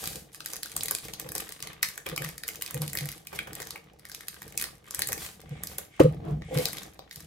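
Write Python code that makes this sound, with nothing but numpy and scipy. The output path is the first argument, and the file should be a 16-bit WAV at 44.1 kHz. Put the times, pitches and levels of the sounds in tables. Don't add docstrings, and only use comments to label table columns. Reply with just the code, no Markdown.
import sys
import numpy as np
from scipy import signal
from scipy.fft import rfft, irfft
from scipy.io import wavfile

SR = 44100
rng = np.random.default_rng(int(sys.argv[2]) if len(sys.argv) > 2 else 0)


def dump_mix(stems):
    frames = np.atleast_2d(stems).T
    limited = np.clip(frames, -1, 1)
    pcm = np.round(limited * 32767).astype(np.int16)
    wavfile.write(sys.argv[1], SR, pcm)


N = 320166
TIME = np.arange(N) / SR
FREQS = np.fft.rfftfreq(N, 1 / SR)
TOP_HZ = 16200

# start_s, length_s, crackle_db, folds_db
SQUEEZES = [(-.02, 0.083, -42, -45), (.32, .04, -46.5, -60.5), (.44, 0.082, -39.5, -47.5),
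            (.64, 0.35, -45.5, -47.5), (1.02, 0.031, -41, -42), (1.16, 0.05, -55, -47),
            (1.34, 0.14, -44, -45.5), (1.5, 0.097, -53.5, -53.5), (1.62, 0.073, -65, -45.5),
            (1.82, .05, -40.5, -44.5), (2.05, 0.057, -52.5, -40.5), (2.2, 0.088, -44, -44),
            (2.46, 0.078, -42, -49.5), (2.6, 0.21, -58, -46), (2.8, 0.063, -42, -51),
            (2.95, .15, -42.5, -46.5), (3.3, 0.1, -60, -52), (3.49, 0.21, -49.5, -48),
            (4.04, .17, -49, -52), (4.28, 0.33, -54, -54), (4.58, 0.038, -43, -40.5),
            (4.85, 0.23, -49, -46.5), (5.16, 0.13, -49, -44.5), (5.35, 0.53, -86, -57),
            (5.99, 0.04, -59, -46.5), (6.53, 0.14, -41, -40.5), (6.71, 0.1, -45, -45.5),
            (7.11, 0.27, -50.5, -58.5)]
SQUEEZE_ATTACK_S, SQUEEZE_RELEASE_S = 0.014, 0.057
HELD_CRACKLE_DB, HELD_FOLDS_DB = -87, -59
# pitch_hz, level_db
CRACKLE_SPECTRUM = [(1500, -21), (3000, -2), (5000, -1.5), (10500, 1), (14000, -3.5), (16500, -20)]
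FOLDS_SPECTRUM = [(450, -4), (800, -9), (1200, 2.5), (1450, -2.5), (1850, 1), (2600, -4), (3600, -4.5),
                  (6000, -28)]
# peak_s, half_length_s, level_db
GLIDES = [(.06, 0.12, -40), (1.05, 0.015, -42), (3.36, 0.013, -40), (5.235, 0.049, -40),
          (5.34, 0.034, -56.5), (5.72, .04, -48), (6.30, 0.024, -63), (6.62, 0.062, -40)]
# pitch_hz, level_db
GLIDE_SPECTRUM = [(1000, -6), (2500, -3), (6000, -2.5), (10000, -1.5), (13000, -0.5), (15000, -4.5),
                  (16500, -20)]
# peak_s, half_length_s, level_db
SLIDES = [(3.397, .035, -49), (5.534, 0.059, -58.5), (5.617, 0.044, -62), (5.738, 0.065, -59.5),
          (5.963, 0.05, -58), (6.506, 0.078, -56), (6.60, 0.062, -46)]
# pitch_hz, level_db
SLIDE_SPECTRUM = [(900, -19), (1700, -6), (2000, -3), (2200, 6.5), (2450, -5), (3300, -4), (4300, -16),
                  (9000, -13), (15000, -47)]
# start_s, length_s, rumble_db, scrape_db
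PUSHES = [(-.02, 0.15, -46, -48), (.46, 0.084, -74, -49.5), (.72, 0.21, -49, -47.5),
          (1.02, .38, -51, -48.5), (1.62, 0.1, -50, -54), (2.06, .23, -47, -47), (2.48, 0.13, -56, -52.5),
          (2.72, .35, -42.5, -49.5), (3.32, 0.3, -48, -48), (4.4, 0.26, -52, -53.5),
          (4.97, 0.23, -45, -47.5), (5.42, 0.27, -44, -52.5), (6, 0.38, -33.5, -46.5),
          (6.48, 0.17, -39, -41.5), (6.7, 0.17, -50.5, -50), (7.15, .11, -51, -61)]
PUSH_ATTACK_S, PUSH_RELEASE_S = 0.026, 0.089
HELD_RUMBLE_DB, HELD_SCRAPE_DB = -59, -59
# pitch_hz, level_db
RUMBLE_SPECTRUM = [(20, -36), (45, -9), (72, -0.5), (100, -7), (150, 1), (200, -4), (260, -16.5),
                   (500, -62)]
SCRAPE_SPECTRUM = [(170, -15.5), (240, -8), (320, 8), (380, -5), (450, 8), (530, 0), (630, -2.5),
                   (800, 1.5), (1300, -48.5)]
# peak_s, half_length_s, level_db
SKIDS = [(6.295, 0.058, -38.5), (6.615, 0.07, -46.5)]
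# pitch_hz, level_db
SKID_SPECTRUM = [(250, -18), (330, 12), (380, -3), (440, 11.5), (520, -13), (630, -1), (710, 7.5),
                 (800, -13), (930, -11), (1130, -7.5), (1500, -15.5), (3000, -24), (9000, -42),
                 (15000, -50)]
# snap_s, tick_db (treble), crack_db, facet_db (ringing film), facet_hz
BIG_SNAPS = [(0.0577, -41, -38, -59, 2480), (0.0748, -33.5, -38, -45.5, 2310),
             (0.1578, -39.5, -42, -54, 790), (.4056, -47, -40.5, -45, 1310), (0.4605, -37, -39, -50, 1890),
             (.5346, -38.5, -37, -48.5, 1230), (0.566, -39.5, -40.5, -50, 1840),
             (.6323, -33.5, -34, -49.5, 1880), (0.659, -46, -43, -45, 1400),
             (.7656, -28, -36.5, -38.5, 1080), (0.809, -41, -35, -56, 820), (.8343, -29.5, -41, -48, 2320),
             (.858, -34, -38, -49, 1930), (0.8836, -35, -38, -41.5, 1940),
             (0.9109, -26, -37.5, -41.5, 1170), (0.9505, -30.5, -32.5, -43, 2440),
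             (1.1366, -40.5, -37.5, -54, 830), (1.198, -35, -40.5, -47, 1820),
             (1.29, -41, -42, -50.5, 1760), (1.3196, -37, -49, -45.5, 1750),
             (1.3525, -30.5, -37.5, -47, 890), (1.381, -34, -39.5, -48, 2330),
             (1.405, -36.5, -41.5, -54, 1850), (1.5229, -40, -45, -50, 2020),
             (1.6261, -38.5, -35.5, -41.5, 2030), (1.6729, -45, -41, -44, 2070),
             (1.8296, -25, -25, -28, 2000), (1.8335, -36, -36, -31, 1900), (1.978, -40, -43.5, -40, 1770),
             (2.065, -41, -42.5, -33, 2360), (2.1628, -38, -39, -47, 1160),
             (2.178, -36, -39.5, -31.5, 2320), (2.2211, -39.5, -50, -39, 1800),
             (2.2467, -39, -41, -40, 1900), (2.3807, -41, -46.5, -49, 1780),
             (2.436, -41, -39.5, -38.5, 1850), (2.4803, -33, -42, -49, 1800),
             (2.488, -34, -39.5, -37.5, 2110), (2.6225, -29, -35.5, -41.5, 2050),
             (2.6627, -40.5, -41, -46, 2530), (2.7094, -37.5, -50, -49, 1160),
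             (2.7447, -33, -46, -44, 1860), (2.8192, -33.5, -37, -43, 830),
             (2.8792, -38.5, -40, -47.5, 2390), (2.9324, -35, -44, -43.5, 1980),
             (2.9527, -34.5, -45, -37, 1860), (2.973, -33.5, -34, -40, 2250), (2.9874, -37, -34, -38, 2080),
             (3.057, -38, -50, -47.5, 1820), (3.0891, -38.5, -39.5, -42, 2040),
             (3.1174, -42, -47, -63, 1850), (3.2711, -42, -47.5, -45.5, 2470),
             (3.39, -41, -41.5, -29, 2360), (3.553, -39.5, -47, -62, 2430), (3.6023, -40.5, -48, -46, 1880),
             (3.6197, -41.5, -41, -42, 1800), (3.7072, -40, -39.5, -51.5, 1180),
             (3.7594, -53, -56, -42.5, 2300), (3.9955, -57, -60, -66, 1900), (4.053, -50, -52.5, -46, 1840),
             (4.148, -39, -39, -56, 2580), (4.2086, -49, -47, -47, 1810), (4.2839, -35, -38.5, -49, 1890),
             (4.42, -43.5, -47.5, -43, 1870), (4.5769, -28.5, -33, -37.5, 2550),
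             (4.6134, -33, -36, -41, 2480), (4.6242, -30.5, -40, -40, 1800), (4.641, -34, -36.5, -41, 1890),
             (4.909, -39.5, -43, -48, 1140), (4.9476, -31, -38.5, -45, 1880), (4.993, -29, -40, -36, 1730),
             (5.0203, -29.5, -29, -36, 1900), (5.0729, -32, -46, -46, 1850), (5.088, -34, -40, -50, 1890),
             (5.1213, -35, -36, -38.5, 1860), (5.13, -28, -34.5, -37, 1850),
             (5.6362, -32, -42.5, -44.5, 1880), (5.672, -38, -44, -57, 2240), (5.784, -31, -39, -44.5, 820),
             (6.421, -69, -53, -47.5, 1870), (6.575, -40, -34, -39, 2100), (6.6556, -28.5, -28, -37, 2520),
             (6.732, -36.5, -45, -46, 1950), (6.784, -46.5, -40.5, -50, 2000),
             (6.9927, -56, -48.5, -45.5, 766), (7.1118, -50.5, -44.5, -49.5, 1900),
             (7.1593, -43.5, -43.5, -59, 1890)]
# pitch_hz, level_db
TICK_SPECTRUM = [(4500, -19.5), (7200, -2), (10500, -1), (14000, -0.5), (15500, -5.5), (17000, -31)]
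CRACK_SPECTRUM = [(1200, -22), (2700, -7.5), (4200, -3.5), (6500, -5), (9500, -25)]
# start_s, swell_s, boom_db, knock_db
NUDGES = [(.155, .012, -44, -46), (1.244, .014, -44, -40), (2.124, 0.0093, -32.5, -34.5),
          (2.198, 0.017, -34.5, -42), (2.243, .019, -33.5, -64), (2.738, 0.018, -30, -37.5),
          (2.785, 0.037, -30, -44.5), (3.007, 0.027, -29, -48.5), (5.508, .014, -31, -48),
          (6.276, 0.012, -28.5, -49), (6.304, 0.03, -24.5, -58), (6.501, 0.037, -45, -32.5),
          (6.556, 0.015, -20, -28), (6.582, 0.016, -40, -27.5)]
NUDGE_SECOND_DB, NUDGE_CLACK_DB = -12, -10
# start_s, swell_s, boom_db, second_db, knock_db, clack_db
LANDING = [(5.995, 0.0025, -51, -40, -39, -7), (5.9984, 0.0077, -35, -7, -15.5, -28),
           (6.0035, 0.0053, -39, -19, -2.5, -40), (6.014, 0.013, -21, -26.5, -25, -38),
           (6.042, .011, -13, -33, -13.5, -49), (6.06, 0.019, -19.5, -41, -44, -52)]
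# nominal pitch_hz, driving level (rounded: 0 boom, 1 second, 2 knock, 3 clack), level_db
TABLE_MODES = [(146.1, 0.5, 0.5), (105, 1, -10), (318, 1, -1), (278, 1.5, -13.5), (504.8, 2, 1.5),
               (444.6, 2, -5.5), (569, 2, -11.5), (852, 3, -10.5), (1015, 3, -14.5), (1140, 3, -14)]
# start_s, level_db
CRUMPLES = [(.532, -37), (.767, -45), (.911, -34.5), (1.263, -40.5), (1.353, -33.5), (1.977, -44.5),
            (2.062, -32.5), (2.822, -37.5), (2.952, -39), (3.328, -34), (3.471, -36), (3.6, -38),
            (3.756, -39.5), (4.64, -42), (4.991, -36.5), (5.089, -35), (5.714, -42.5), (5.783, -35.5)]
CRUMPLE_DECAY_S = 0.01
# pitch_hz, level_db
CRUMPLE_SPECTRUM = [(200, -25), (350, -3), (500, 5), (650, -4.5), (820, -3), (1200, -4.5), (1500, -5.5),
                    (2200, -8), (4000, -20)]
# start_s, level_db, decay_s
SLAPS = [(5.9965, -22, 0.0029), (6.0005, -23.5, 0.011)]
# pitch_hz, level_db
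SLAP_SPECTRUM = [(500, -26), (850, 2.5), (1200, 5), (1600, -4), (2600, -5), (4000, -12.5), (8000, -17),
                 (13000, -19), (16000, -27)]
# pitch_hz, level_db
ROOM_SPECTRUM = [(100, 3.5), (600, 4), (2000, 1), (5000, 4), (10000, 0.5), (16000, -4)]
AIR_SPECTRUM = [(25, -11), (55, 10), (150, -4.5), (500, -8), (2000, -24), (6000, -19), (12000, -39),
                (16000, -52.5)]


def undb(db):
    return 10 ** (np.asarray(db) / 20)


def unit(x):
    return x / np.sqrt(np.mean(x ** 2) + 1e-20)


def add(track, s, sound):
    i = max(int(s * SR), 0)
    part = track[..., i:i + sound.shape[-1]]
    part += sound[..., :part.shape[-1]]


def colour(x, points):
    hz, db = np.transpose(points)
    gain = unit(undb(np.interp(np.log(FREQS + 1), np.log(hz), db)))
    cepstrum = irfft(np.log(gain), N)[:4096]
    cepstrum[1:] *= 2
    response = irfft(np.exp(rfft(cepstrum)))
    return signal.oaconvolve(x, response[None], axes=-1)[:, :N]


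def ports(length, alike):
    a = np.clip(alike, 0, 1)
    shared = np.sqrt(a) * rng.standard_normal(length)
    return shared + np.sqrt(1 - a) * rng.standard_normal((2, length))


def curves(table, attack_s, release_s, rest_db):
    power = undb(2 * np.array(rest_db))[:, None] * np.ones(N)
    for s, length_s, *levels in table:
        t = np.arange(int((length_s + 8 * release_s) * SR)) / SR
        shape = np.minimum(t / attack_s, 1) * np.exp(-np.maximum(t - length_s, 0) / release_s)
        add(power, s, (undb(levels)[:, None] * shape) ** 2)
    return 10 * np.log10(power)


def swells(table):
    return sum(undb(db) * np.exp(-((TIME - s) / half_s) ** 2) for s, half_s, db in table)


def grains(rate, scatter_db, grain_s, bed, alike):
    sizes = undb(scatter_db * np.minimum(rng.exponential(size=N), 2.5))
    power = (rng.random(N) < rate / SR) * sizes ** 2
    power = signal.lfilter([1], [1, -np.exp(-2 / (grain_s * SR))], power)
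    return unit(np.sqrt(power / power.mean() + abs(bed)) * ports(N, alike))


def squeezing():
    return curves(SQUEEZES, SQUEEZE_ATTACK_S, SQUEEZE_RELEASE_S, [HELD_CRACKLE_DB, HELD_FOLDS_DB])


def rustle(crackle_db=-7.0, folds_db=-6, slide_db=1, glide_db=-1):
    fine, broad = squeezing()
    crackle = colour(grains(rate=200, scatter_db=2.0, grain_s=0.00095, bed=0.061, alike=0.77), CRACKLE_SPECTRUM)
    folds = colour(grains(rate=150, scatter_db=6, grain_s=0.0036, bed=0.1, alike=0.25), FOLDS_SPECTRUM)
    slide = colour(grains(rate=1100, scatter_db=2.0, grain_s=0.0011, bed=0.92, alike=0.24), SLIDE_SPECTRUM)
    glide = colour(grains(rate=1300, scatter_db=-4, grain_s=0.00092, bed=0.68, alike=0.49), GLIDE_SPECTRUM)
    squeezed = crackle * undb(fine + crackle_db) + folds * undb(broad + folds_db)
    sliding = slide * swells(SLIDES) * undb(slide_db)
    gliding = glide * swells(GLIDES) * undb(glide_db)
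    return squeezed + sliding + gliding


def rubbing(rumble_db=-3, scrape_db=-3):
    low, mid = curves(PUSHES, PUSH_ATTACK_S, PUSH_RELEASE_S, [HELD_RUMBLE_DB, HELD_SCRAPE_DB])
    rumble = colour(grains(rate=110, scatter_db=2.5, grain_s=0.0019, bed=.8, alike=0.99), RUMBLE_SPECTRUM)
    scrape = colour(grains(rate=70, scatter_db=3.5, grain_s=0.0044, bed=0.45, alike=0.31), SCRAPE_SPECTRUM)
    skid = colour(grains(rate=520, scatter_db=2, grain_s=0.0018, bed=1, alike=0.25), SKID_SPECTRUM)
    pushed = rumble * undb(low + rumble_db) + scrape * undb(mid + scrape_db)
    return pushed + skid * swells(SKIDS)


def small_snaps(count, usual_db=-47, slack_db=-52, scatter_db=1.5, facet_hz=1900):
    effort_db = 20 * np.log10(np.hypot(*undb(squeezing())))
    rows = []
    for k in range(count):
        i = int(N * (k + rng.random()) / count)
        levels = np.array([-48, -49, -53]) + effort_db[i] - usual_db
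        levels = levels + scatter_db * rng.standard_normal(3)
        slack = min(effort_db[i] - slack_db, 0)
        rows.append((i / SR, *(levels + slack), facet_hz * np.exp(0.18 * rng.standard_normal())))
    return rows


def buckle(t, snap_s, bounce_s, bounce_db, shiver_db, shiver_s):
    late = np.maximum(t - bounce_s, 0)
    power = np.exp(-2 * t / snap_s)
    power = power + undb(2 * bounce_db) * (late > 0) * np.exp(-2 * late / snap_s)
    power = power + undb(2 * shiver_db) * np.exp(-2 * t / shiver_s)
    return np.sqrt(power / power[:SR // 200].mean())


def pleat(x, hz, share):
    return unit(x + share * signal.lfilter(*signal.iirpeak(hz, 3, fs=SR), x))


def snaps(tick_db=2.0, crack_db=2, facet_db=3, facet_s=0.0017, creep_db=-18, creep_s=0.0021):
    ticks, cracks, facets = np.zeros((3, 2, N))
    t = np.arange(SR // 30) / SR
    for s, tick, crack, facet, hz in [*BIG_SNAPS, *small_snaps(count=90)]:
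        flip = buckle(t, snap_s=0.00041, bounce_s=rng.uniform(0.00068, 0.0019), bounce_db=-6.5,
                      shiver_db=-18, shiver_s=0.0041)
        creep = flip[0] * undb(creep_db) * np.exp(-t[::-1] / creep_s)
        shape = np.r_[creep, flip]
        size = np.sqrt(np.mean(shape ** 2))
        start = s - t[-1] - .0002
        click = pleat(shape * ports(len(shape), 0.77), rng.uniform(8700, 13100), share=0.42)
        add(ticks, start, size * undb(tick + tick_db) * click)
        click = pleat(shape * ports(len(shape), 0.087), rng.uniform(2420, 7140), share=1.34)
        add(cracks, start, size * undb(crack + crack_db) * click / np.sqrt(2))
        for ratio, share in [(1, 1), (rng.uniform(0.49, 0.968), .45), (rng.uniform(1.098, 1.45), .45)]:
            turn = rng.uniform(0, 2 * np.pi) + np.array([[1.3], [0]])
            swell = np.exp(-t / facet_s) * (1 - np.exp(-t / 0.00041))
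            ring = swell * np.sin(2 * np.pi * hz * ratio * t + turn)
            add(facets, s - .0005, 4 * share * undb(facet + facet_db) * ring)
    lean = undb(np.array([[.5], [-.5]]))
    return colour(ticks, TICK_SPECTRUM) + colour(cracks, CRACK_SPECTRUM) * lean + facets


def blows(steep=2.08, turn=1.3, ring_db=-31, ring_s=0.024):
    out = np.zeros((2, N))
    t = np.arange(SR // 4) / SR
    nudges = [(s, swell_s, boom, (boom + knock) / 2 + NUDGE_SECOND_DB, knock, knock + NUDGE_CLACK_DB)
              for s, swell_s, boom, knock in NUDGES]
    for s, swell_s, *levels in [*LANDING, *nudges]:
        u = t / swell_s
        swell = (u * np.exp(1 - u)) ** steep
        shape = swell + undb(ring_db) * np.minimum(u, 1) * np.exp(-t / ring_s)
        for hz, group, db in TABLE_MODES:
            detune = 1 + 0.022 * rng.standard_normal()
            lead = np.array([[turn], [0]]) * min(hz / 450, 1) ** 2
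            tone = np.sin(2 * np.pi * hz * detune * t + lead)
            add(out, s, undb(levels[int(round(group))] + db) * shape * tone)
    return out


def bursts(table, spectrum, alike):
    out = np.zeros((2, N))
    t = np.arange(SR // 10) / SR
    for s, db, decay_s in table:
        shape = np.exp(-t / decay_s) * (1 - np.exp(-t / 0.00045))
        add(out, s, undb(db) * shape * ports(len(t), alike))
    return colour(out, spectrum)


def crumples():
    return bursts([(s, db, CRUMPLE_DECAY_S) for s, db in CRUMPLES], CRUMPLE_SPECTRUM, alike=0.25)


def slaps():
    return bursts(SLAPS, SLAP_SPECTRUM, alike=0.53)


def room(x, wet_db, t60, onset_s):
    t = np.arange(SR // 2) / SR
    tail = ports(len(t), .3) * undb(-60 * t / t60) * (1 - np.exp(-t / onset_s))
    tail /= np.sqrt(np.sum(tail ** 2, axis=1, keepdims=True))
    return undb(wet_db) * colour(signal.fftconvolve(x, tail, axes=1)[:, :N], ROOM_SPECTRUM)


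def room_air():
    return undb(-66.5) * colour(ports(N, 1.0), AIR_SPECTRUM)


def scene():
    bag = rustle() + snaps() + crumples() + slaps()
    table = blows()
    bag_tail = room(bag, wet_db=-6.0, t60=0.26, onset_s=0.00075)
    table_tail = room(table, wet_db=-30, t60=0.26, onset_s=.008)
    return bag + bag_tail + table + table_tail + rubbing() + room_air()


def record(dry):
    top_cut = signal.ellip(8, .2, 70, TOP_HZ, fs=SR, output="sos")
    return signal.sosfilt(top_cut, np.clip(dry, -1, 1))


dry = scene()
out = record(dry)
dump_mix(out)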